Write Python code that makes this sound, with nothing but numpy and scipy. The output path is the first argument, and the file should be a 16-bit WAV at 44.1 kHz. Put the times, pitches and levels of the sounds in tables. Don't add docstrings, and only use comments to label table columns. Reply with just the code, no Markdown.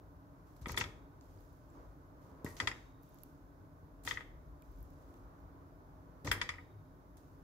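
import sys
import numpy as np
from scipy import signal
from scipy.fft import rfft, irfft, next_fast_len
from scipy.io import wavfile
from scipy.ndimage import uniform_filter1d

SR = 44100
rng = np.random.default_rng(int(sys.argv[2]) if len(sys.argv) > 2 else 0)


def magnitude_from_level(level_db):
    exponent = np.asarray(level_db, float) / 20
    return 10 ** exponent


def to_wav(sig):
    pcm = np.clip(np.atleast_2d(sig), -1, 1) * 32767
    pcm = np.round(pcm).astype(np.int16)
    wavfile.write(sys.argv[1], SR, pcm.T)


N = 327655


def evened(x):
    return x / np.sqrt(np.mean(np.abs(x) ** 2) + 1e-20)


def read(points, hz):
    f, value = np.transpose(points)
    return np.interp(np.log(hz + 1), np.log(f + 1), value)


def add(mix, start_s, sound):
    part = mix[:, round(start_s * SR):][:, :sound.shape[1]]
    part += sound[:, :part.shape[1]]


def sides(pan_db):
    return magnitude_from_level(np.array([[pan_db / 2], [-pan_db / 2]]))


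def colour(x, points):
    size = next_fast_len(x.shape[-1])
    gain = magnitude_from_level(read([(1, -90)] + list(points), np.fft.rfftfreq(size, 1 / SR)))
    shaped = irfft(rfft(x, size) * gain, size)
    return evened(shaped[..., :x.shape[-1]])


def crackle(per_s, spread_db, same):
    size = magnitude_from_level(spread_db * np.minimum(rng.exponential(1, N), 4)) * (rng.random(N) < per_s / SR)
    shared, left, right = rng.standard_normal((3, N))
    puffs = 1 + signal.oaconvolve(size, np.exp(-np.arange(200) / 17.0))[:N]
    same = np.clip(same, 0, 1)
    return puffs * (same * shared + np.sqrt(1 - same ** 2) * np.array([left, right]))


def held(rows, rise_s):
    t, power = np.arange(N) / SR, np.zeros(N)
    for start_s, hold_s, db, t60_s in rows:
        release_db = -60 * np.maximum(t - start_s - hold_s, 0) / max(t60_s, .02)
        rise = np.clip((t - start_s) / rise_s, 0, 1)
        power += (magnitude_from_level(db + release_db) * rise) ** 2
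    return np.sqrt(power)


def pot():
    # start in seconds, peak in dB, low modes in dB,
    # wall modes in dB, high modes in dB.
    clanks = [(0.658, -32.5, 6.5, -17, -12), (0.694, -34, 8, -3, -12), (.743, -36.5, 6, -10, -13),
              (.774, -20.5, -2, 0.5, -4), (0.8108, -25, 1, 12, -10), (0.839, -32.5, -1, 5, -7),
              (2.462, -36, 0, 1, -34), (2.566, -56, -10, -2, 10), (2.6007, -22, -3, -9, -9.5),
              (2.6727, -18, -4, -14, -7.5), (2.714, -33, -2, -11, -15), (4.075, -27, 4.5, -19, -5),
              (4.11, -23.5, -3, -26, -7), (4.172, -30, -5, -14, -16), (4.2067, -39.5, 5, -11, -14),
              (6.249, -49, 4, 7, -7), (6.274, -29, 7, 0, -12), (6.314, -14.5, -2, 15, -7.5),
              (6.414, -20.5, 0.5, -2, -6.5), (6.4904, -23.5, -2.5, -1.5, -8), (6.538, -41, 4, -15, -20),
              (6.583, -43, 5, -16, -31)]
    # start in seconds,
    # left-right in dB, floor pair in dB, rim pair in dB, top modes in dB.
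    landings = [
        (.6, 2, -6.5, -1, -6),
        (2.4, 2.4, -2.4, -5.5, 1),
        (4.0, 5, 0.5, -12, -9),
        (6.2, 1.5, 0, 1, 0.5),
    ]
    mode_hz = [486, 955, 1248, 1578, 1895, 1990, 2060, 2190, 2270, 2475, 2665, 2800, 2890, 3275, 3450, 3590,
               3770, 4340, 4590, 4750, 5080, 5300, 5900, 6250, 6560, 6900, 7250, 7710, 8800, 9780]
    # level in dB, t60 in seconds, left lead in radians, left-right in dB.
    modes = [(-19, 0.22, 0.5, 3.5), (-8, .08, 0, 0.5), (-6.5, 0.069, -0.3, 0.5), (-15, 0.079, -1, -1.5),
             (3, 0.064, -1.2, 1), (2.5, 0.067, 1.5, 4), (-15, .06, -3, 1), (-3, .09, 3.5, 6.5),
             (-6.5, 0.1, 4, 7), (-12.5, 0.061, 0.6, -4), (-13.5, .03, 5, 14), (-16.5, 0.029, -2, 4.5),
             (-21.5, .04, -3, 1.5), (-5, .045, -0.7, 13), (-3, .045, -0.8, 1.5), (-4.5, 0.07, -3, 1.5),
             (-27.5, .04, -1.5, 2.5), (-22, .07, -2, 7.5), (-9, 0.078, -2.2, 4.5), (-15, .06, -0.5, 1.5),
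             (-11, 0.16, 2, -10), (-19.5, 0.081, -4.5, -1.5), (-17.5, .07, -1.5, -3), (-14, 0.13, 2, -2.5),
             (-28, 0.074, -0.5, -4), (-19, .08, -3, 2.5), (-22, 0.17, 1, -7.5), (-26, 0.12, 1.3, -3),
             (-26.5, 0.056, 7, -0.5), (-22, .07, 3.5, 3.5)]
    wall_modes = [3, 10, 11, 12, 21]
    db, t60_s, lead, lean_db = np.transpose(modes)[:, :, None]
    hz, t, out = np.array(mode_hz)[:, None], np.arange(9000) / SR, np.zeros((2, N))
    wall = np.isin(np.arange(len(modes)), wall_modes)[:, None]
    chance = rng.standard_normal((len(clanks), 7, len(modes), 1))
    grit = rng.standard_normal((len(clanks), 2, len(t)))
    for row, luck, noise in zip(clanks, chance, grit):
        start_s, peak_db, low_db, wall_db, high_db = row
        detune, phase, strike, skew, damping, beat_rate, beat_phase = luck
        pan_db, floor_db, rim_db, top_db = [place[1:] for place in landings if place[0] <= start_s][-1]

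        share_db = low_db * (hz < 1400) + wall_db * wall + (high_db + 6) * (hz > 3000)
        share_db = share_db + floor_db * (abs(hz - 1970) < 100)
        share_db = share_db + rim_db * (abs(hz - 2230) < 50) + top_db * (hz > 4200)
        bounce = 1 + 1.6 * np.exp(-(t / .0045) ** 3)
        decay = magnitude_from_level(-60 * t / (t60_s * magnitude_from_level(0.77 * damping))) * bounce
        turn = 2 * np.pi * hz * (1 + .002 * detune) * t + .3 * phase
        beat = 1 + .25 * np.sin(2 * np.pi * (45 + 15 * beat_rate) * t + 2 * beat_phase)
        height = magnitude_from_level(db + share_db + 0.93 * strike) * decay * beat
        left = height * magnitude_from_level(lean_db / 2) * np.sin(turn)
        right = height * magnitude_from_level(-lean_db / 2) * np.sin(turn - lead + .3 * skew)
        ring = np.array([left.sum(0), right.sum(0)])

        rattle = colour(noise, [(700, -20.0), (1000, 5), (2200, 2.0), (3500, high_db), (8000, high_db - 14.5),
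                                (11000, high_db - 22.5), (15000, high_db - 50.5)])
        rattle_decay = magnitude_from_level(-60 * t / 0.05) + magnitude_from_level(-10 - 60 * t / .2)
        ring = ring / abs(ring).max() + magnitude_from_level(-25) * rattle * rattle_decay
        sizzle = colour(noise[::-1], [(5000, -24.0), (7500, 5.0), (12000, -2.5), (14000, -21), (15000, -42.0)])
        sizzle_db = high_db - 33.5 + .5 * (peak_db + 10.0)
        ring += magnitude_from_level(sizzle_db) * sizzle * magnitude_from_level(-60 * t / 0.094)

        contact_s = 0.00074 + .00008 * magnitude_from_level(-.9 * high_db)
        ring *= 1 - np.exp(-t / contact_s)
        add(out, start_s, magnitude_from_level(peak_db + 1.5) * sides(pan_db) * ring / abs(ring).max())
    return out


def thuds():
    # start in seconds, peak in dB, pitch in Hz.
    pushes = [(.616, -40.5, 81.5), (0.631, -38, 60), (0.669, -32, 243), (0.706, -35, 78), (0.73, -37.5, 78),
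              (0.78, -40, 260), (0.809, -35.5, 112), (0.858, -42, 69), (2.446, -27, 265), (2.605, -53, 78),
              (2.67, -44, 178), (4.049, -47.5, 52.6), (4.1, -57, 65), (6.245, -36.5, 147),
              (6.271, -35.5, 108), (6.28, -33, 97), (6.298, -32.5, 66), (6.408, -48, 81), (6.493, -43, 79)]
    cycles = 2.2
    t, out = np.arange(9000) / SR, np.zeros((2, N))
    for start_s, peak_db, hz in pushes:
        decay = magnitude_from_level(-60 * (t * hz / cycles) ** 1.8)
        push = -np.sin(2 * np.pi * hz * t) * decay * (1 - np.exp(-t * hz * 38.0))
        add(out, start_s, magnitude_from_level(peak_db) * sides(2.2) * push / abs(push).max())
    return out


def slumps():
    # start in seconds, hold in seconds, level in dB, release t60 in seconds.
    settlings = [
        (.66, 0.082, -50, 0.49),
        (.772, 0.035, -48, 0.61),
        (2.25, 0.099, -62.5, .2),
        (2.444, 0.0037, -47, 0.38),
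        (2.6, 0.038, -47.5, 0.45),
        (4.05, 0.013, -54, 0.75),
        (6.246, 0.026, -44.5, 0.76),
    ]
    # frequency in Hz, level in dB.
    spectrum = [(50, -20.5), (90, 8.5), (170, -1), (300, -0.5), (470, -2), (700, -10.5), (1100, -9.5),
                (1800, -29.5), (3500, -82.5)]
    wobble = colour(crackle(300, 2, same=.96), spectrum)
    return held(settlings, rise_s=0.0054) * sides(1.5) * wobble


def sways():
    # loudest moment in seconds, half length in seconds, peak in dB, pitch in Hz.
    swells = [
        (1.37, 0.051, -56, 97.5),
        (6.37, 0.048, -48.5, 100),
        (6.57, 0.074, -55.5, 88.6),
        (6.77, 0.045, -49, 103),
    ]
    t, out = np.arange(9000) / SR, np.zeros((2, N))
    for middle_s, half_s, peak_db, hz in swells:
        swell = np.exp(-((t - .1) / half_s) ** 2) * np.sin(2 * np.pi * hz * t)
        add(out, middle_s - .1, magnitude_from_level(peak_db) * sides(2.1) * swell)
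    return out


def smears():
    # start in seconds, fizz peak in dB, squelch in dB, t60 in seconds.
    presses = [(.562, -66, -63, 0.088), (.614, -64, -59, 0.28), (.668, -51, -71, 0.1),
               (.683, -48, -38, 0.12), (0.701, -59, -42.5, .2), (.718, -51, -44, 0.064),
               (0.764, -43, -40.5, 0.12), (0.7775, -31.5, -34.5, 0.081), (0.8, -60, -31, 0.13),
               (1.73, -82, -72, 0.97), (2.4454, -42.5, -44, 0.038), (2.452, -56, -51, 0.4),
               (2.485, -54.5, -63, .3), (2.545, -58, -70, .18), (2.566, -58.5, -49, 0.78),
               (4.035, -52, -60, 0.084), (4.05, -46.5, -50, 0.28), (4.062, -57, -45, 0.36),
               (4.081, -46, -36.5, 0.2), (4.10, -49.5, -45, .12), (4.135, -62.5, -46, 0.14),
               (6.246, -49, -45.5, 0.21), (6.269, -69, -34.5, 0.14), (6.3149, -32, -43, 0.12),
               (7.169, -61, -61, 0.13)]
    # frequency in Hz, level in dB.
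    squelch_colour = [(500, -16), (1500, 0.5), (3000, -5.5), (4600, -1), (5500, -1.5), (6600, 0.5),
                      (7800, -9), (9500, -31.5), (12000, -27)]
    # frequency in Hz, level in dB.
    fizz_colour = [(5000, -18), (7500, -3.5), (9500, -4), (11000, -3.5), (14000, -4), (16000, -13.5)]
    rise_s = 0.0013
    t, power = np.arange(16000) / SR, np.zeros((2, N))
    for start_s, fizz_db, squelch_db, t60_s in presses:
        shape = magnitude_from_level(-60 * t / max(t60_s, .01)) * np.minimum(t / rise_s, 1)
        add(power, start_s, magnitude_from_level(2 * np.array([[fizz_db], [squelch_db]]) - 15.5) * shape ** 2)
    fizz = colour(crackle(830, 1.8, same=0.23), fizz_colour)
    squelch = colour(crackle(620, 1.0, same=0.39), squelch_colour)
    return np.sqrt(power[0]) * fizz + np.sqrt(power[1]) * squelch


def snaps():
    # start in seconds, peak in dB, lower part in dB.
    smacks = [(.5671, -51, -4), (.614, -50, -2), (.6689, -64, -6.5), (0.6824, -42.5, 0), (0.719, -28, -12),
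              (0.7814, -33.5, 2), (2.446, -36, -2.5), (2.5451, -49.5, -7.5), (2.5676, -48, -0.5),
              (4.0347, -52, -11), (4.05, -34, -2.1), (6.2475, -41, -8.5), (6.2724, -60.5, 12)]
    # start in seconds, peak in dB, left-right in dB, lower part in dB.
    peels = [(1.2111, -49, 3, 9), (1.3425, -64, -4, -25), (1.4067, -56, -18, -3), (1.49, -65, -6, -23),
             (1.5294, -54, 0, -6), (1.7015, -69, -5, -7.5), (3.015, -61.5, -13, -17.5),
             (3.0264, -64, -26, -31), (3.0334, -45.5, -5.5, -6), (3.037, -63, -11, -28),
             (3.0604, -58, 3, -15), (3.0929, -57, -17, -26), (3.1445, -45, -10, -28.5),
             (3.1867, -47, -9, -2), (3.235, -38, -22.5, -11.5), (4.6219, -45.5, -7, -2),
             (4.6942, -65.5, -5, -18), (4.7167, -48, -3, -20), (4.787, -54, -8, -27),
             (4.806, -57, -26, -14), (4.82, -60, -8, -20), (4.8279, -46, -14, -27), (4.838, -57, -8, -22),
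             (4.9043, -50, -3, -9), (5.024, -57, -3, -8), (5.0494, -71, -3, -11), (5.1414, -49, -3, 0),
             (5.4026, -58.5, -11, -14.5), (7.1706, -68, -1.5, -8), (7.2095, -65.5, -1, -28.5)]
    smack_pan_db = 2.5
    t, out = np.arange(500) / SR, np.zeros((2, N))
    rows = sorted(peels + [(s, db, smack_pan_db, low_db) for s, db, low_db in smacks])
    clean_break = 5 * (np.arange(len(t)) == 12)
    grit = rng.standard_normal((len(rows), 2, len(t))) + clean_break
    for (start_s, peak_db, pan_db, low_db), noise in zip(rows, grit):
        shape = [(1200, low_db - 8.5), (2500, low_db + 0.5), (4000, low_db), (7500, low_db),
                 (9000, -15.5), (12500, 6.5), (16000, 0)]
        tick = colour(noise[0] + .6 * noise, shape) * magnitude_from_level(-60 * t / .005) * np.minimum(t / .0002, 1)
        tick = np.pad(tick, [(0, 0), (30, 30)])
        delay_samples = round(np.clip(-1.6 * pan_db, -20, 20))
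        tick[0] = np.roll(tick[0], delay_samples)
        add(out, start_s - 30 / SR, magnitude_from_level(peak_db + 1.5) * sides(pan_db) * tick / abs(tick).max())
    return out


def bubbles():
    # start in seconds, peak in dB, pitch in Hz, t60 in seconds.
    pops = [
        (1.387, -67, 4800, 0.016),
        (1.7015, -63.5, 7450, .015),
        (2.4455, -47, 7570, .012),
        (2.566, -69, 3130, .12),
        (3.188, -60, 7440, .01),
        (4.625, -62, 2390, 0.015),
    ]
    t, out = np.arange(4000) / SR, np.zeros((2, N))
    for start_s, peak_db, hz, t60_s in pops:
        ring = magnitude_from_level(peak_db - 60 * t / t60_s) * np.sin(2 * np.pi * hz * t)
        add(out, start_s, sides(-2.5) * ring * np.minimum(t / .0006, 1))
    return out


def hands():
    # start in seconds, hold in seconds, level in dB, release t60 in seconds.
    rustles = [
        (.45, 0.15, -79.5, 0.25),
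        (1.2, 0.23, -78.5, 3),
        (2.2, 0.089, -78.5, .6),
        (3.02, 0.25, -77.5, 0.7),
        (4.62, .55, -80, 0.71),
        (7.165, 0.035, -79, 1.8),
    ]
    # frequency in Hz, level in dB.
    spectrum = [(2500, -3), (3700, -3), (6500, 0.5), (8700, -7.5), (11500, -3.5), (15000, -3)]
    return held(rustles, .02) * sides(-5) * colour(crackle(250, 3, same=.3), spectrum)


def background():
    # frequency in Hz, width in Hz, level in dB.
    hums = [
        (148, 13, -69.5),
        (273, 16, -67),
        (614.8, 11, -74.5),
        (1514, 13, -82.5),
        (3730, 10, -104),
    ]
    # loudest
    # moment in seconds, half length in seconds, deep rumble in dB, rise of the mid wash in dB.
    traffic = [(0.498, .4, -73, 0.5), (0.916, 0.29, -64, 2), (1.343, 0.1, -68, 0), (1.805, 0.074, -63, 6.5),
               (2.528, 0.31, -67.5, 5.5), (4.31, 0.24, -60, 1.2), (4.8, 0.13, -57, 0),
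               (5.327, 0.41, -63.5, 3.5), (6.252, 0.35, -71, 3)]
    # frequency in Hz, level in dB.
    rumble_colour = [(20, -44.5), (32, -29), (42, 2), (51, 7), (63, -19.5), (95, -20.5), (125, -26),
                     (200, -61)]
    # frequency in Hz, level in dB per Hz.
    air_colour = [(90, -0.5), (127, -8), (162, -3.5), (200, -19.5), (280, -9), (450, -16), (760, -19.5),
                  (1050, -17.5), (1500, -25.5), (2000, -35), (2800, -43.5), (6500, -43.5), (8600, -52),
                  (11500, -44), (15500, -43)]
    # frequency in Hz, likeness of the ports (-1 to 1).
    air_same = [(60, .98), (170, .86), (300, .85), (520, .63), (700, .38), (900, -.15), (1400, -.38),
                (2200, 0)]
    # frequency in Hz, left-right in dB.
    air_lean = [(60, 2.5), (180, -0.5), (550, -1), (1650, -2), (4970, -1.5), (15000, 2)]
    air_db, rumble_bed_db, left_lead_rad = -59.5, -70, -0.28

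    def unit(gain):
        return (gain / np.sqrt((gain ** 2).sum()))[:, None]

    frames, hz = N // 512 + 5, np.fft.rfftfreq(2048, 1 / SR)
    a, b, c, d, patches = rng.standard_normal((frames, 1025, 5)).T
    patches = evened(uniform_filter1d(uniform_filter1d(patches, 14, 0), 8, 1))
    nearest_s, half_s, rumble_db, wash_db = np.transpose(traffic)[:, :, None]
    t = np.arange(frames) * 512 / SR
    near = np.exp(-((t - nearest_s) / half_s) ** 2)
    rumble = np.sqrt(magnitude_from_level(2 * rumble_bed_db) + (magnitude_from_level(2 * rumble_db) * near).sum(0))
    wash = (wash_db * near).sum(0) * np.exp(-np.log((hz[:, None] + 1) / 1000) ** 2 / 2.3)

    air_shape = unit(magnitude_from_level(read(air_colour, hz) - 43 * (hz < 85)))
    power = (magnitude_from_level(air_db + wash + 0.42 * patches) * air_shape) ** 2
    rumble_shape = unit(magnitude_from_level(read(rumble_colour, hz) - 99 * (hz > 200)))
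    power += (magnitude_from_level(7.5) * rumble * rumble_shape) ** 2
    for hum_hz, width_hz, db in hums:
        power += (magnitude_from_level(db) * unit(1 / (1 + (2 * (hz - hum_hz) / width_hz) ** 2))) ** 2

    same = np.clip(read(air_same, hz), -1, 1)[:, None]
    left = a + 1j * b
    right = same * left * np.exp(-1j * left_lead_rad) + np.sqrt(1 - same ** 2) * (c + 1j * d)
    lean = magnitude_from_level(read(air_lean, hz) / 2)[:, None]
    z = np.array([left * lean, right / lean]) * np.sqrt(power)
    return magnitude_from_level(1.5) * signal.istft(z, nperseg=2048, noverlap=1536)[1][:, :N]


def kitchen():
    # frequency in Hz, t60 in seconds.
    decay_s = [(300, 0.64), (1000, 0.34), (2200, 0.47), (3700, 0.41), (5000, 0.41), (9000, 0.41),
               (14000, 0.38)]
    taps = np.zeros((2, SR // 2))
    at = np.arange(240, SR // 2 - 20, 20)
    at = at + rng.integers(0, 20, (2, len(at)))
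    np.put_along_axis(taps, at, rng.choice([-1., 1.], at.shape), 1)
    hz, t, z = signal.stft(taps, SR, nperseg=256)
    tail = signal.istft(z * magnitude_from_level(-60 * t / read(decay_s, hz)[:, None]), SR, nperseg=256)[1]
    return tail / np.linalg.norm(tail[0])


def scene():
    steel, ticks, wet, tail = pot(), snaps() + bubbles(), smears(), kitchen()
    rest = thuds() + slumps() + sways() + hands() + background()

    scatter_s, scattered = 0.0038, 0.87
    flutter = evened(uniform_filter1d(rng.standard_normal(N), round(scatter_s * SR)))

    rim_hz, rim_t60_s, rim_db = 3724, .8, -4
    rim_filter = signal.iirpeak(rim_hz, rim_hz * rim_t60_s / 1.5, SR)
    rim = magnitude_from_level(rim_db) * flutter * signal.lfilter(*rim_filter, (steel + wet)[0])

    thrown = magnitude_from_level(-9.5) * steel * (1 - scattered + scattered * flutter)
    thrown = thrown + magnitude_from_level(-13.0) * ticks + magnitude_from_level(-13.5) * wet
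    echo = signal.fftconvolve(thrown.mean(0)[None], tail, axes=1)[:, :N]
    return steel + rim + ticks + wet + rest + echo


def roll_off(x):
    return signal.sosfilt(signal.butter(12, 16630, fs=SR, output="sos"), x)


def record(dry):
    bass_cut_hz, edge_hz = 40, 15750
    bass_cut = signal.butter(9, bass_cut_hz, "high", fs=SR, output="sos")
    heard = signal.sosfilt(bass_cut, dry)
    edge = signal.firwin(301, edge_hz, window=("kaiser", 5), fs=SR)
    return roll_off(signal.oaconvolve(heard, edge[None], "same"))


dry = scene()
out = record(dry)
to_wav(out)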